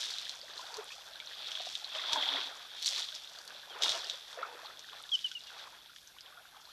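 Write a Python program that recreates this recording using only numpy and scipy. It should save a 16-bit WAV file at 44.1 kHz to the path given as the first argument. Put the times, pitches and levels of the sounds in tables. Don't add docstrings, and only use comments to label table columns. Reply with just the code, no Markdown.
import sys
import numpy as np
from scipy import signal
from scipy.fft import rfft, irfft, next_fast_len
from scipy.io import wavfile
from scipy.ndimage import uniform_filter1d, map_coordinates

SR = 44100
rng = np.random.default_rng(int(sys.argv[2]) if len(sys.argv) > 2 else 0)


def elevation(decibels):
    levels = np.asarray(decibels, float)
    return 10 ** (levels / 20)


def persist_wave(psi):
    counts = np.round(np.clip(psi, -1, 1) * 32767).astype(np.int16)
    wavfile.write(sys.argv[1], SR, np.atleast_2d(counts).T)


N = 296352

# hz, gain_db
HISS_TONE = [(15, -72), (25, -14), (147, -20.5), (301, -26), (781, -26), (1100, -22.5), (1560, -6.5),
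             (1870, -19), (2380, -16.5), (2860, -14.5), (3440, -10.5), (8240, -20.5), (12900, -16),
             (14000, -29)]
# hz, level_db
MAINS_HUM = [
    (50, -86.5),
    (150.5, -85),
]
# start_s, flow_db
POUR = [(0, -55), (1.14, -57.5), (1.55, -45.5), (1.86, -52.5), (1.95, -44.5), (2.04, -44), (2.15, -39),
        (2.3, -38), (2.45, -44), (2.62, -55.5), (2.79, -57.5), (3.8, -57.5), (4.7, -59), (5.13, -56),
        (5.46, -57.5), (5.93, -66), (6.4, -68.5), (6.72, -60)]
# peak_s, spray_db, rise_20db_s, fall_20db_s, brightness_db
SPLASHES = [(0, -41, .1, 0.56, -1), (.6, -53, 0.1, 0.4, 3), (.92, -50, 0.2, .35, -1),
            (2.132, -47, 0, 0.03, 7), (2.866, -41, 0.07, 0.36, 4), (2.94, -38.5, 0.3, 0.23, -11),
            (3.83, -35, 0.0268, 0.2952, -1), (3.9, -41.5, 0.04, 0.26, -2.5), (4.13, -50, .25, 0.4, -7),
            (5.15, -58.5, 0.27, .5, 7), (1.66, -51.5, 0.1, 0.34, 2), (3.45, -61, 0.8, 0, 6),
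            (5.6, -52.5, 0.26, .25, -5.5), (5.95, -67, -0.1, .4, 7), (6.27, -59.5, 0.15, .2, -12)]
# hz, gain_db
SPRAY_TONE = [(1060, -30), (1800, -16.5), (2280, -15.5), (2870, -11), (3290, -5.5), (3410, -2.5),
              (5270, -19), (5960, -25), (6500, -61.5), (8450, -31.5), (14300, -120)]
# hz, gain_db
FIZZ_TONE = [(3240, -32.5), (5500, 25), (5970, -2), (9730, -17.5), (12800, -26), (14000, -24.5)]
# hz, gain_db
JET_TONE = [(2500, -39.5), (3150, -2), (3450, -2.5), (3800, -12.5), (4500, -39)]
# start_s, level_db
LAPPING = [(0, -61.5), (2.6, -66.5), (4.8, -70), (5.3, -75), (6.2, -72), (6.72, -70)]
# peak_s, slosh_db, rise_20db_s, fall_20db_s, bubble_hz
STIRS = [(0, -56, .1, 0.5, 1200), (.24, -57.5, .2, 0.15, 794), (.79, -49, 0.52, 0.15, 721),
         (1.0, -59, .2, .5, 760), (1.41, -56, 0.76, 1.0, 1000), (1.96, -46, 0.1, .5, 1257),
         (2.11, -45, 0.07, 0.5, 926), (2.36, -45, 0.64, 0.4, 1000), (2.88, -55, .05, 0.35, 803),
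         (2.97, -56, 0.26, 0.28, 1104), (3.41, -53, 0.32, 0.25, 827), (3.5, -54.5, 0.01, 0.2, 697),
         (3.72, -56, -0.1, .2, 900), (3.83, -42.5, 0.16, 0.43, 821), (3.96, -44, 0.34, 0.17, 725),
         (4.18, -56, .2, -2, 900), (4.382, -45.5, 0.06, .5, 780), (4.57, -58, 0.75, 0.43, 777),
         (4.67, -57.5, 0.4, .12, 800), (4.92, -54, -0.05, 0.39, 1148), (5.52, -55, .06, 0.41, 950),
         (5.63, -55, .25, 0.26, 1090), (6.3, -60.5, 0.26, 0.55, 1000), (6.56, -62.5, .05, 0.3, 960)]
# hz, gain_db
SLOSH_TONE = [(120, -75), (200, -27.5), (604, -7.5), (990, -10), (1080, -12.5), (1310, -6.5), (1490, -6),
              (2170, -15.5), (2600, -12), (3380, -40), (5720, -120)]
# start_s, peak_db, pitch_hz
GULPS = [(.03, -36, 1640), (1.2, -34, 2270), (.592, -31.5, 992), (.781, -36, 438), (.903, -42, 1760),
         (.905, -36, 2450), (.92, -33, 2600), (1.155, -36.5, 1610), (1.222, -38.5, 1570),
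         (1.312, -35.5, 1690), (1.992, -37, 1155), (2.264, -30, 900), (3.122, -40.5, 1560),
         (3.632, -37.5, 1650), (3.799, -33, 1294), (3.841, -32, 970), (3.948, -32, 661),
         (4.04, -35.5, 1730), (4.382, -31, 529), (4.428, -21.5, 1288), (4.484, -35.5, 895),
         (6.565, -44.5, 844), (5.313, -39.5, 1500), (5.515, -45, 1440), (5.894, -43, 1370),
         (6.372, -39, 1380)]
# start_s, peak_db
SNAPS = [(0.0408, -36), (0.0623, -38), (0.1835, -39), (0.2922, -41), (0.5846, -41), (0.742, -36),
         (0.7692, -30), (0.8434, -33), (0.9033, -52), (1.4671, -46), (1.516, -42.5), (1.6601, -46),
         (1.7509, -40), (1.9764, -53), (2.1317, -24), (2.7985, -37), (2.826, -27), (2.8594, -26.5),
         (2.9602, -46), (3.1507, -41), (3.4535, -36), (3.4775, -34), (3.7818, -47), (3.8282, -36),
         (3.9735, -42), (4.0861, -41.5), (4.3276, -43), (4.792, -46), (5.0255, -34), (5.263, -36)]
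# start_s, peak_db, pitch_hz, snap_db
DROPS = [(0.048, -28, 4200, -30), (0.107, -27, 4530, -9), (.184, -22.5, 3860, -15),
         (0.2941, -23.5, 4080, -11.5), (0.5778, -28, 4100, -15.5), (.742, -29, 4600, -11),
         (.769, -34, 4240, -3), (0.919, -34, 3240, -10.5), (1.26, -39, 5700, -19),
         (1.5167, -26, 3180, -13.5), (1.7525, -21, 3610, -20), (2.1232, -24, 4340, -14),
         (2.1316, -16, 3680, -12), (5.4705, -37, 4400, -11), (2.2884, -17.5, 3340, -33),
         (2.826, -25, 4170, -9), (2.8456, -23.5, 4340, -11), (2.8595, -17, 4280, -11),
         (2.9613, -22, 4040, -20), (3.1508, -36.5, 5060, -3), (3.387, -33, 4630, -9.5),
         (3.4772, -33, 4440, -9.5), (3.822, -18, 3740, -10.5), (3.8346, -13.5, 3640, -13),
         (3.8929, -16, 3770, -12), (3.919, -21.5, 3550, -12), (4.0977, -19.5, 3660, -14.5),
         (4.793, -37.5, 3520, -4.5), (5.315, -29.5, 3280, -15.5), (5.9614, -38.5, 3280, -11.5),
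         (6.074, -40.5, 6000, -15.5), (6.2078, -36, 4900, -11)]
# start_s, peak_db, pitch_hz
DRIPS = [(0.138, -25, 3860), (.414, -31.5, 4570), (5.1516, -30, 5300), (0.536, -35, 4250),
         (0.6668, -32, 3620), (1.157, -34.5, 3560), (1.201, -28.5, 3430), (1.2725, -31, 3930),
         (1.3328, -32, 3440), (1.5527, -25, 3290), (1.597, -26.5, 3470), (1.8445, -24, 3970),
         (1.9508, -26.5, 3120), (2.0384, -30, 3330), (2.1854, -26, 3380), (2.2573, -23, 3400),
         (2.4126, -26, 3280), (2.8783, -17.5, 3800), (3.0203, -26, 3700), (3.043, -27, 4000),
         (3.0874, -28, 3420), (4.0438, -28, 4740), (4.3287, -33.5, 3560), (4.659, -31.5, 4000),
         (4.669, -36, 3560), (5.0917, -32, 3600), (5.1907, -31, 3300), (5.4064, -35.5, 3730),
         (6.185, -38.5, 3130), (6.6527, -40, 4160),
         (0.25, -35.5, 3740), (0.2638, -33, 3590), (0.4986, -37, 3500), (0.8904, -37, 3490),
           (1.135, -36, 3800), (1.4671, -36, 3720), (1.4845, -31, 3260), (1.6496, -31.5, 3460),
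           (1.9165, -35, 3380), (2.0158, -29, 3430), (2.2254, -21.5, 3300), (2.3274, -22.5, 3400),
           (2.3374, -23, 3330), (3.1604, -34, 4900), (3.2214, -38, 4570), (3.246, -38, 3310),
           (3.274, -34.5, 3650), (3.3594, -40, 3910), (3.849, -20, 3510), (3.858, -21, 3770),
           (3.8812, -18, 3550), (3.9014, -21, 3740), (4.4228, -36.5, 3560), (4.8958, -35.5, 3300),
           (4.9317, -39, 3300), (5.0379, -34, 3540), (5.438, -39, 4700), (5.6166, -42, 3460),
           (5.7488, -43, 3330), (5.8591, -43, 3400), (5.9844, -41, 3470), (6.2605, -41, 3150),
           (6.3444, -47, 3470), (6.4208, -49, 3300), (6.5665, -46, 3500)]
# delay_s, level_db
BANK_ECHOES = [(.0027, -6.5), (.0065, -9.5), (0.012, -12.5), (.021, -15.5)]
# start_s, peak_db, pitch_hz, life_cycles
PLOPS = [(0.117, -40.5, 1530, 8), (0.267, -41, 1710, 10), (0.36, -46, 2290, 8.8), (0.481, -43, 1720, 8.6),
         (0.688, -45.5, 1420, 7.4), (0.703, -41.5, 867, 8), (0.98, -45, 743, 7.5), (1.313, -38.5, 1680, 8),
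         (1.572, -38.5, 1540, 7.3), (1.6, -34, 666, 8), (1.667, -35, 676, 8), (1.822, -45.5, 802, 8),
         (1.864, -47, 790, 8), (1.995, -32, 1910, 8), (2.157, -22.5, 940, 10.4), (2.717, -48, 1520, 8),
         (3.034, -43, 1860, 8), (3.087, -49, 1140, 8), (3.349, -44, 1520, 8.7), (3.504, -38.5, 1490, 9.5),
         (3.863, -34, 950, 7.6), (4.332, -47, 1520, 8), (4.372, -35, 623, 8), (4.431, -26.5, 1280, 8),
         (4.454, -33, 1330, 7.3), (4.524, -41, 850, 8), (4.549, -45, 466, 8), (4.591, -43.5, 930, 8.9),
         (4.616, -44, 1220, 8), (4.629, -43, 640, 8), (4.843, -41, 1700, 9), (4.887, -41, 1480, 8),
         (4.93, -41, 1050, 8), (4.97, -42, 1580, 8), (5.002, -42, 1280, 9.2), (5.052, -45, 1580, 8),
         (5.133, -50, 1590, 7.2), (5.252, -46, 1580, 9.3), (5.502, -40, 1480, 8), (5.596, -42, 1480, 8),
         (5.859, -54, 848, 9.1), (5.932, -52.5, 1570, 8.9), (5.962, -46, 1700, 8), (6.119, -54, 1450, 8),
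         (6.164, -49, 1050, 8), (6.254, -49, 1690, 8), (6.28, -47, 1430, 7.3), (6.324, -48, 1420, 8),
         (6.453, -47, 1450, 9.8), (6.545, -45.5, 1170, 8.5)]
# start_s, peak_db, starting_hz
RISERS = [(.425, -51, 451), (.562, -52, 1550), (.625, -47, 1230), (.748, -57, 1450), (0.816, -50.5, 940),
          (.93, -61, 420), (1.098, -56, 455), (4.125, -51, 408), (4.685, -62, 455), (5.415, -63.5, 548),
          (5.722, -54.5, 765), (6.268, -61, 608), (6.318, -56, 1000), (6.686, -56.5, 1050),
          (6.396, -58.5, 627)]
# start_s, length_s, pitch_hz, level_db
HOLLOWS = [(1.13, 0.17, 620, -66.5), (1.52, 0.15, 640, -59), (1.81, 0.076, 700, -64),
           (1.935, 0.065, 632, -49.5), (2.09, 0.16, 630, -50), (2.09, 0.073, 915, -43.5),
           (2.15, 0.062, 895, -43), (2.165, 0.043, 285, -56), (2.295, .1, 278, -57),
           (2.88, 0.086, 560, -59), (3.12, 0.042, 620, -58), (2.45, .05, 280, -63), (.765, 0.054, 420, -46),
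           (.76, 0.065, 900, -56.5), (4.46, .17, 480, -63), (4.41, .07, 1300, -50.5),
           (6.33, 0.063, 1450, -60), (6.35, .07, 710, -66)]
# start_s, peak_db
SLAPS = [
    (0.769, -69),
    (2.13, -53.5),
    (3.829, -65),
    (3.908, -59),
]
# start_s, level_db
BLOW = [
    (1.93, -86),
    (2.14, -64),
    (2.185, -53),
    (2.25, -68),
    (2.335, -56.5),
    (2.41, -66.5),
    (2.47, -67),
    (2.53, -87),
]
# hz, width_hz, level_db
TRUNK_MODES = [
    (294, 21, -4),
    (672, 13, -7),
    (900, 80, -2),
    (1170, 81, -4),
]
# start_s, starting_hz, level_db, hold_s, swell_db over the hold
NOTES = [
    (3.7, 3380, -57, 0.054, -4),
    (3.835, 3070, -49, .027, 3),
    (3.936, 3040, -52, 0.039, -2),
    (4.07, 2850, -60, .022, -4),
    (5.116, 3390, -32, .034, 4.5),
    (5.242, 3120, -28, .023, -11.5),
    (5.349, 2996, -43, 0.023, 4.5),
    (5.463, 2960, -56, .024, 6),
]


def unit(x):
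    return x / np.sqrt(np.mean(x ** 2) + 1e-20)


def curves(rows, **ends):
    s, *cols = np.transpose(rows)
    return [np.interp(np.arange(N) / SR, s, c, **ends) for c in cols]


def wobble(rate_hz):
    knots = rng.standard_normal(int(N * rate_hz / SR) + 4)
    return map_coordinates(knots, [np.arange(N) * rate_hz / SR])


def filtered(x, response):
    size = next_fast_len(N + SR // 2)
    return irfft(rfft(x, size) * response(np.fft.rfftfreq(size, 1 / SR)), size)[:N]


def coloured(x, spectrum):
    f, db = np.transpose(spectrum)
    hz = np.fft.rfftfreq(8192, 1 / SR)
    gain_db = np.interp(np.log(hz + 1), np.log(f + 1), db)
    cepstrum = irfft(np.log(elevation(np.clip(gain_db, -70, 0))))
    cepstrum[1:4096] *= 2
    cepstrum[4097:] = 0
    return unit(signal.fftconvolve(x, irfft(np.exp(rfft(cepstrum))))[:N])


def spatter(share, size_db, clump_db, hiss):
    clumps = elevation(clump_db * (wobble(20) + wobble(70)))
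    size = elevation(size_db * np.minimum(rng.exponential(size=N), 4))
    hits = (rng.random(N) < share * clumps) * np.sign(rng.standard_normal(N)) * size
    return unit(hits) + hiss * rng.standard_normal(N)


def bubbles(s, db, hz, cycles, rise, attack, size):
    k = np.arange(size)
    cycles = np.maximum(cycles, 1)[:, None]
    age = k / SR * hz[:, None] / cycles
    swell = elevation(-26 * age) * (1 - np.exp(-(age / attack) ** 2))
    swell *= np.hanning(2 * size)[size:] ** .5 / swell.max(axis=1, keepdims=True)
    wave = elevation(db[:, None]) * swell * np.sin(2 * np.pi * cycles * (age + rise * age ** 2 / 2))
    at = np.round(s * SR).astype(int)[:, None] + k
    return np.bincount(at.ravel(), wave.ravel(), N + SR)[:N]


def crowd(count, centre_hz, spread, cycles, rise, attack, size_db, size):
    s, strength, life = rng.random((count, 3)).T
    scatter = np.exp(spread * np.clip(rng.standard_normal(count), -2, 2))
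    hz = centre_hz[(s * (N - 1)).astype(int)] * scatter
    level_db = -size_db * np.log(strength + 0.029) + 10 * np.log10(hz)
    return unit(bubbles(s * N / SR, level_db, hz, cycles * (.5 + life), rise, attack, size))


def swells(rows, base_db, base_value):
    s, db, rise, fall, value = np.transpose(rows)[:, :, None]
    t = np.arange(0, N, 32) / SR
    before = (s - t) / np.maximum(rise, .01)
    after = (t - s) / np.maximum(fall, .02)
    power = elevation(2 * (db - 20 * np.where(t < s, before, after)))
    power, mix = (np.interp(np.arange(N) / SR, t, p.sum(axis=0)) for p in (power, power * value))
    total = power + elevation(2 * base_db)
    return 10 * np.log10(total), (mix + elevation(2 * base_db) * base_value) / total


def patchy(depth_db, top_hz):
    hz, _, z = signal.stft(rng.standard_normal(N), SR, nperseg=512)
    field = uniform_filter1d(rng.standard_normal(z.shape), size=5, axis=0)
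    field = np.clip(unit(uniform_filter1d(field, size=9, axis=1)), -2, 1)
    hz = hz[:, None]
    gain_db = depth_db * field * (hz > 300) / (1 + (hz / top_hz) ** 2)
    return signal.istft(z * elevation(gain_db), SR, nperseg=512)[1][:N]


def floor():
    hiss = elevation(-62.5 + 0.85 * wobble(8.1)) * coloured(patchy(depth_db=8.5, top_hz=5140), HISS_TONE)
    murmur_tone = [(28, -27), (50, 2), (80, 4), (150, -4.5), (330, 9), (500, -9.5), (900, -63)]  # Hz, dB
    murmur = elevation(-79.5 + 1.3 * wobble(4.8)) * coloured(rng.standard_normal(N), murmur_tone)
    t = np.arange(N) / SR
    hum = sum(elevation(db + 1.5 + 0.42 * wobble(1.9)) * np.sin(2 * np.pi * hz * t) for hz, db in MAINS_HUM)
    return hiss + murmur + hum


def falling_water():
    trickle_db, trickle_bright_db = -56, -3.5
    dulling = 0.51
    flow_db, = curves(POUR)
    treble = elevation(2 * (trickle_bright_db - dulling * np.maximum(flow_db - trickle_db, 0)))
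    splashes = [(*row[:4], elevation(2 * row[4])) for row in SPLASHES]
    level_db, share = swells(splashes, flow_db, treble)
    return level_db, 10 * np.log10(share)


def spray(level_db, bright_db):
    fizz = crowd(count=4000, centre_hz=np.full(N, 4200.), spread=0.295, cycles=13.5, rise=0.095,
                 attack=0.25, size_db=3.5, size=150)
    ticks = spatter(share=.03, size_db=4.0, clump_db=3.5, hiss=0.68)
    droplets = coloured(ticks, SPRAY_TONE) + 0.82 * coloured(fizz, SPRAY_TONE)
    droplets = elevation(2.13 * wobble(11)) * droplets
    fine = spatter(share=0.022, size_db=7.5, clump_db=6.0, hiss=0.63)
    thick = np.clip(-.07 * bright_db - .1, 0, .95)
    stream = rng.standard_normal(N) + 0.45 * ticks
    body = np.sqrt(1 - thick) * droplets + 0.93 * np.sqrt(thick) * coloured(stream, SPRAY_TONE)
    jet = elevation(-.8 * bright_db - 11) * coloured(stream, JET_TONE)
    treble = elevation(bright_db - 0.5) * coloured(0.71 * ticks + fine, FIZZ_TONE)
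    return elevation(level_db - 1.62) * (body + jet + treble)


def slosh(level_db, bubble_hz):
    gurgle = crowd(count=2400, centre_hz=.85 * bubble_hz, spread=0.415, cycles=13.9, rise=0.41,
                   attack=0.35, size_db=4.5, size=900)
    wash = coloured(spatter(share=0.0082, size_db=2.0, clump_db=2, hiss=0.85), SLOSH_TONE)
    return elevation(level_db + 0.4 + 1.7 * wobble(24)) * unit(0.91 * gurgle + wash)


def gulps():
    s, db, hz = np.transpose(GULPS)
    return bubbles(s, db - 6.5, .96 * hz, 16.0 + 0 * s, rise=0.12, attack=0.17, size=3000)


def snaps():
    s, db = np.transpose(SNAPS)
    hz = 8600 * np.exp(0.09 * rng.standard_normal((len(s), 2)))
    return sum(bubbles(s + 0.00021, db - 8.5, f, 4.5 + 0 * s, rise=0.039, attack=0.19, size=60)
               for f in hz.T)


def drops():
    drip_snap_db = -27
    drips = [(*row, drip_snap_db) for row in DRIPS]
    s, db, hz, snap_db = np.transpose([*DROPS, *drips])
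    s, same = s + .0003, np.ones_like(s)
    plink = bubbles(s, db - 1.0, hz, 8.95 * same, rise=0.033, attack=0.16, size=400)
    tick = bubbles(s, db + snap_db + 10.0, 5600 * same, 5.4 * same, rise=0.028, attack=0.09, size=60)
    snap = bubbles(s, db + snap_db - .5, 10500 * same, 1.54 * same, rise=0.051, attack=0.31, size=60)
    return plink + tick + snap


def echoes(x):
    return x + sum(elevation(db) * np.pad(x, (round(s * SR), 0))[:N] for s, db in BANK_ECHOES)


def plops():
    s, db, hz, cycles = np.transpose(PLOPS)
    parts = [(0.95, -2.5), (1.6, -16), (0.637, -18)]
    return sum(bubbles(s, db + part_db, ratio * hz, ratio * cycles, rise=0.21, attack=0.29, size=1500)
               for ratio, part_db in parts)


def risers():
    s, db, hz = np.transpose(RISERS)
    rise = np.minimum(1.3, 600 / hz[:, None])
    return bubbles(s, db + 1.5, hz, 30 + 0 * s, rise=rise, attack=0.22, size=1800)


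def hollows():
    out, flutter, drift = np.zeros(N), wobble(70), wobble(45)
    for s, length, hz, db in HOLLOWS:
        at, n = round(s * SR), round(length * SR)
        phase = 2 * np.pi * hz * np.arange(n) / SR + 1.1 * drift[at:at + n] + at
        level = elevation(db + 1.5 + 4.34 * flutter[at:at + n]) * np.hanning(n) ** 0.5
        out[at:at + n] += level * np.sin(phase)
    return out


def slaps():
    s, db = np.transpose(SLAPS)
    return bubbles(s, db + 3.0, 110 + 0 * s, 1.5 + 0 * s, rise=-0.2, attack=0.13, size=2500)


def trunk():
    def tube(f):
        total = 0
        for k, (centre, width, db) in enumerate(TRUNK_MODES):
            mode = 1j * f * width / (centre * centre - f * f + 1j * f * width)
            total = total + (-1) ** k * elevation(db) * mode
        return total

    level_db, = curves(BLOW, left=-140, right=-140)
    breath = rng.standard_normal(N) * elevation(1.3 * wobble(39.6))
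    return elevation(level_db + 5.5) * unit(filtered(breath, tube))


def bird():
    rest_hz, sag_s = 2146, 0.099
    attack_s, release_s = 0.0039, 0.0069
    out, flutter, t = np.zeros(N), wobble(110), np.arange(SR // 10) / SR
    for s, hz, db, hold, swell_db in NOTES:
        corners = np.cumsum([0, attack_s, hold, release_s, release_s])
        level_db = db + np.interp(t, corners, [-22, 0, swell_db, swell_db - 6.5, swell_db - 90])
        level = uniform_filter1d(elevation(level_db + 3), size=200)
        phase = 2 * np.pi * (rest_hz * t + (hz - rest_hz) * sag_s * (1 - np.exp(-t / sag_s)))
        tone = np.sin(phase) + .008 * np.sin(2 * phase)
        at = round(s * SR)
        out[at:][:len(t)] += level * elevation(0.19 * (-23.5 - db) * flutter[at:][:len(t)]) * tone
    bush = rng.standard_normal(len(t)) * elevation(-60 * t / .25) * np.minimum(t / 0.013, 1)
    return out + elevation(-18.5) * signal.fftconvolve(out, bush / np.linalg.norm(bush))[:N]


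def scene():
    lapping_db, = curves(LAPPING)
    pool = slosh(*swells(STIRS, lapping_db, 1000))
    water = spray(*falling_water()) + pool + echoes(drops() + gulps()) + plops() + risers() + snaps()
    water = filtered(water, lambda hz: (1j * hz / (170 + 1j * hz)) ** 3)
    return (water + slaps() + trunk() + hollows() + bird() + floor())[None]


def low_pass(x):
    return signal.sosfilt(signal.butter(12, 14260, fs=SR, output="sos"), x)


def record(dry):
    top_hz = 13870
    mix = filtered(dry[0], lambda hz: hz < top_hz)[None]
    return low_pass(mix)


dry = scene()
out = record(dry)
persist_wave(out)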